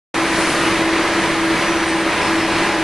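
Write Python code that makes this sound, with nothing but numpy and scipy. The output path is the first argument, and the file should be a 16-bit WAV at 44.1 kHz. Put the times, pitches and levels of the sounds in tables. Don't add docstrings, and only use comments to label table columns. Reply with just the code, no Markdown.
import sys
import numpy as np
from scipy import signal
from scipy.fft import rfft, irfft, next_fast_len
from scipy.io import wavfile
from scipy.ndimage import uniform_filter1d, map_coordinates

SR = 44100
rng = np.random.default_rng(int(sys.argv[2]) if len(sys.argv) > 2 else 0)


def materialize(psi):
    bounded = np.clip(np.atleast_2d(psi).T, -1, 1)
    quanta = np.round(bounded * 32767).astype(np.int16)
    wavfile.write(sys.argv[1], SR, quanta)


def rack_gain(trim_db):
    fader = np.asarray(trim_db, float)
    return 10 ** (fader / 20)


N = 124803


def unit(x):
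    return x / np.sqrt(np.mean(x ** 2) + 1e-20)


def along(points, hz):
    f, v = np.transpose(points)
    return np.interp(np.log(hz + 1), np.log(f + 1), v)


def wobble(rate):
    return map_coordinates(rng.standard_normal(N // 20), [np.arange(N) * rate / SR])


def filtered(x, response):
    m = next_fast_len(N + 8192)
    return irfft(rfft(x, m) * response(np.fft.rfftfreq(m, 1 / SR)), m)[..., :N]


def window(start, length, edge):
    t = np.arange(N) / SR - start
    return np.clip(np.minimum(t, length - t + edge) / edge, 0, 1)


def ports(shared, other):
    # frequency in Hz, level of the unshared part in dB re the shared sound.
    apart = [(30, -8), (150, -17), (400, -27), (1000, -20), (2000, -15), (4000, -9), (5800, -4), (8300, -9),
             (11000, -8)]
    # frequency in Hz, left minus right level in dB.
    lean = [(30, -2.5), (200, -.4), (500, 0), (3500, 0), (6400, 1.2), (11500, 1)]
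    # frequency in Hz, phase by which the left port leads in radians.
    lead = [(3500, 0), (4900, -0.4), (5800, -0.31), (6300, -0.73), (7600, -0.97), (8100, -0.21), (11600, 0)]

    def both_ports(hz):
        left = rack_gain(along(lean, hz) / 2) * np.exp(.5j * along(lead, hz))
        return np.array([left, 1 / left])

    side = filtered(other, lambda hz: rack_gain(along(apart, hz)))
    return filtered(shared, both_ports) + np.array([side, -side])


def rush(response, patchy_db, grit=0):
    z = signal.stft(rng.standard_normal((2, N)) + grit, nperseg=512)[2]
    field = rng.standard_normal(z.shape[1:])
    field = uniform_filter1d(field, size=5, axis=0)
    field = uniform_filter1d(field, size=12, axis=1)
    pair = signal.istft(z * rack_gain(patchy_db * unit(field)), nperseg=512)[1][:, :N]
    return unit(filtered(pair, response))


def tone(hz, db, wobble_db, blur_hz):
    pitch = hz + blur_hz * wobble(25)
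    strength = np.sqrt(2) * rack_gain(db + wobble_db * wobble(8.89))
    return strength * np.sin(2 * np.pi * (np.cumsum(pitch) / SR + rng.random()))


def drive(rows):
    s, hz, db = np.transpose(rows)
    t = np.arange(N) / SR
    return tone(np.interp(t, s, hz), np.interp(t, s, db), wobble_db=0.22, blur_hz=0.53)


def motors():
    # time in seconds, pitch in Hz, level in dB.
    main_gear = [(0.16, 327.5, -26), (0.28, 327.5, -23), (0.64, 326.6, -26.5), (0.71, 326.2, -21),
                 (0.74, 327.6, -26.5), (0.79, 326.5, -21), (1.28, 328.6, -25), (1.51, 327.6, -17.5),
                 (1.59, 327.3, -35), (1.65, 328.1, -26), (2.09, 326.2, -21), (2.11, 326.1, -33.5),
                 (2.36, 327.9, -19.5), (2.62, 325.8, -29), (2.64, 326.6, -24), (2.66, 329, -53),
                 (2.68, 326.9, -29.5), (2.82, 320, -22)]
    # time in seconds, pitch in Hz, level in dB.
    second_gear = [(.16, 343, -36), (.55, 343, -35), (.8, 343, -29), (1.15, 344, -30), (1.55, 343, -40),
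                   (1.72, 345, -30), (2.0, 343, -30), (2.2, 343, -40), (2.7, 343, -29), (2.82, 341, -30)]
    # pitch in Hz, level in dB, wobble in dB, blur in Hz.
    hum = [(198.4, -37, 1.5, .1), (584, -37, 0, 5.75), (827, -40, 5, 8.9), (1003, -36.5, 2.5, 3.7),
           (1038, -38, -5, 4.3), (1102, -43.5, 4.5, 2.2), (1645, -36, 1.5, 7.77), (53.3, -51.5, 4.5, 4.6)]
    # pitch in Hz, level in dB, wobble in dB, blur in Hz.
    whine = [(4670, -56, 2, 3), (6178, -56, 2, 2), (7907, -61, 2, 1), (8096, -51, 1.5, .5),
             (8618, -62, 2, 6)]
    gears = drive(main_gear) + drive(second_gear)
    sound = gears + sum(tone(*row) for row in hum) + sum(tone(*row) for row in whine)
    return ports(sound, sound)


def belts():
    # frequency in Hz, density in dB per Hz.
    rumble_hz = [(12, -50), (20, -41), (50, -16.5), (100, -15), (170, -9.5), (240, -12.5), (300, -5),
                 (420, -12.5), (1100, -120)]
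    roar_hz = [(240, -11), (400, -3.5), (588, -3.5), (617, -3.5), (1010, -4), (1090, -6.5), (1200, -6),
               (2040, -2), (4000, -16.5), (5200, -44), (8800, -120)]
    hiss_hz = [(2100, -22), (3500, -7), (4250, 0.5), (5500, -5), (6700, -6), (7900, -11.5), (8400, -9),
               (11300, -12), (12000, -38.5), (15000, -120)]
    # resonance in Hz, width in Hz, lift in dB.
    frame = [(322, 98, 2.5), (570, 75, 0.5), (980, 72, 2.5), (1238, 160, 3), (1640, 100, -1.5),
             (2090, 300, -1.5)]
    rattles_per_s, rattle_db, rattle_spread_db = 700, -9, 10
    rumble_db, roar_db, hiss_db = -28.5, -19.5, -31.5

    def panels(hz):
        return sum(lift / (1 + ((hz - c) / width * 2) ** 2) for c, width, lift in frame)

    hits = rng.random((2, N)) < rattles_per_s / SR
    force = rack_gain(rattle_spread_db * rng.random((2, N))) * rng.choice([-1, 1], (2, N))
    chatter = rack_gain(rattle_db) * unit(hits * force)

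    rumble = rush(lambda hz: rack_gain(along(rumble_hz, hz) + panels(hz)), patchy_db=-1.7)
    roar = rush(lambda hz: rack_gain(along(roar_hz, hz) + panels(hz)), patchy_db=0.63, grit=chatter)
    hiss = rush(lambda hz: rack_gain(along(hiss_hz, hz)), patchy_db=0.64, grit=.6 * chatter)
    mix = rack_gain(rumble_db) * rumble + rack_gain(roar_db) * roar + rack_gain(hiss_db + 0.27 * wobble(2.34)) * hiss
    return ports(*(rack_gain(0.88 * wobble(6.9)) * mix))


def squeaks():
    # start in seconds, length in seconds, pitch in Hz, level in dB.
    bursts = [(.18, .22, 5825, -48), (.85, .1, 5825, -46), (.98, .3, 5825, -48), (1.56, .16, 5825, -40.5),
              (1.73, .2, 5825, -42), (2.2, .07, 5297, -36), (2.29, .06, 5297, -49), (2.36, .08, 5297, -37),
              (2.48, .09, 5297, -39.5), (2.6, .17, 5297, -45)]
    edge_s, width_hz, side_db = .03, 14, -3

    def grain(c):
        noise = rng.standard_normal(N)
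        return unit(filtered(noise, lambda hz: 1 / (1 + ((hz - c) / width_hz) ** 2)))

    sound = np.zeros(N)
    for start, length, c, db in bursts:
        sing = tone(c, db - 1, wobble_db=1, blur_hz=10) + rack_gain(db - 9) * grain(c)
        sound += window(start, length, edge_s) * sing
    return ports(sound, rack_gain(side_db) * np.roll(sound, 2))


def valve():
    # frequency in Hz, density in dB per Hz.
    vent_hz = [(1470, -41), (2500, -3), (3820, -19), (4220, -3), (7170, -5.5), (10500, -4), (11900, -19),
               (15500, -53), (22000, -120)]
    peak_s, rise_s, fall_s, level_db = 0.51, 0.17, 0.11, -30
    t = np.arange(N) / SR - peak_s
    swell = -(t / rise_s) ** 2 / 2
    decay = -(np.abs(t) / fall_s) ** 1.4 / 2
    flow = np.exp(np.where(t < 0, swell, decay))
    air = rush(lambda hz: rack_gain(along(vent_hz, hz)), patchy_db=.6)
    return ports(*(rack_gain(level_db + .8 * wobble(20)) * flow * air))


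def rubbing():
    # start in seconds, length in seconds, level in dB.
    rubs = [
        (1.862, .045, -40),
        (1.91, .04, -46),
        (1.955, .08, -42),
        (1.22, .12, -48),
        (2.05, .6, -50),
    ]
    centre_hz, width_hz = 8650, 550
    stroke = sum(rack_gain(db) * window(start, length, edge=.01) for start, length, db in rubs)
    scrape = rush(lambda hz: 1 / (1 + ((hz - centre_hz) / width_hz) ** 4), patchy_db=.8)
    return ports(*(stroke * rack_gain(1.5 * wobble(60)) * scrape))


def scene():
    return motors() + belts() + squeaks() + valve() + rubbing()


def narrow(x):
    # frequency in Hz, share of time a band has no width.
    narrowed = [(300, 0), (450, .95), (1400, .96), (2200, .72), (3200, .45), (4200, .05), (10000, .02),
                (11400, .9)]
    # frequency in Hz, level in dB re the band below which a line vanishes.
    faintest = [(300, -22.5), (1500, -12), (3000, -8), (5500, -7.5), (7300, -3), (8100, -7.5),
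                (10500, -7.5), (11600, -2.5)]
    gap_hz, gap_width_hz, gap_share, gap_from_s = 8330, 260, .85, .65
    band_bins, top_hz = 16, 11720

    hz, t, (mid, side) = signal.stft(np.array([x[0] + x[1], x[0] - x[1]]) / 2, SR, nperseg=2048)
    band = np.arange(len(hz)) // band_bins
    centre = (band[:, None] + .5) * band_bins * hz[1]
    in_gap = (abs(centre - gap_hz) < gap_width_hz) * (t > gap_from_s)
    share = along(narrowed, centre) + gap_share * in_gap
    chance = np.repeat(rng.random((band[-1] + 1, len(t))), 2, axis=1)[band, :len(t)]

    band_level = np.sqrt(uniform_filter1d(abs(mid) ** 2, size=band_bins, axis=0) + 1e-20)
    floor = band_level * rack_gain(along(faintest, hz))[:, None]
    both = np.array([mid, side * (chance >= share)])
    heard = abs(both) > floor * rack_gain([[[0]], [[-5]]])
    top = np.where(hz < top_hz, 1, rack_gain(-12))[:, None]
    mid, side = signal.istft(top * both * heard, SR, nperseg=2048)[1][:, :N]
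    return np.array([mid + side, mid - side])


def roll_off(x):
    return signal.sosfilt(signal.butter(12, 12090, fs=SR, output="sos"), x)


def record(dry):
    open_s, rise_s = .1395, .004
    gate = np.clip((np.arange(N) / SR - open_s) / rise_s, 0, 1) ** 2
    return roll_off(narrow(dry) * gate)


dry = scene()
out = record(dry)
materialize(out)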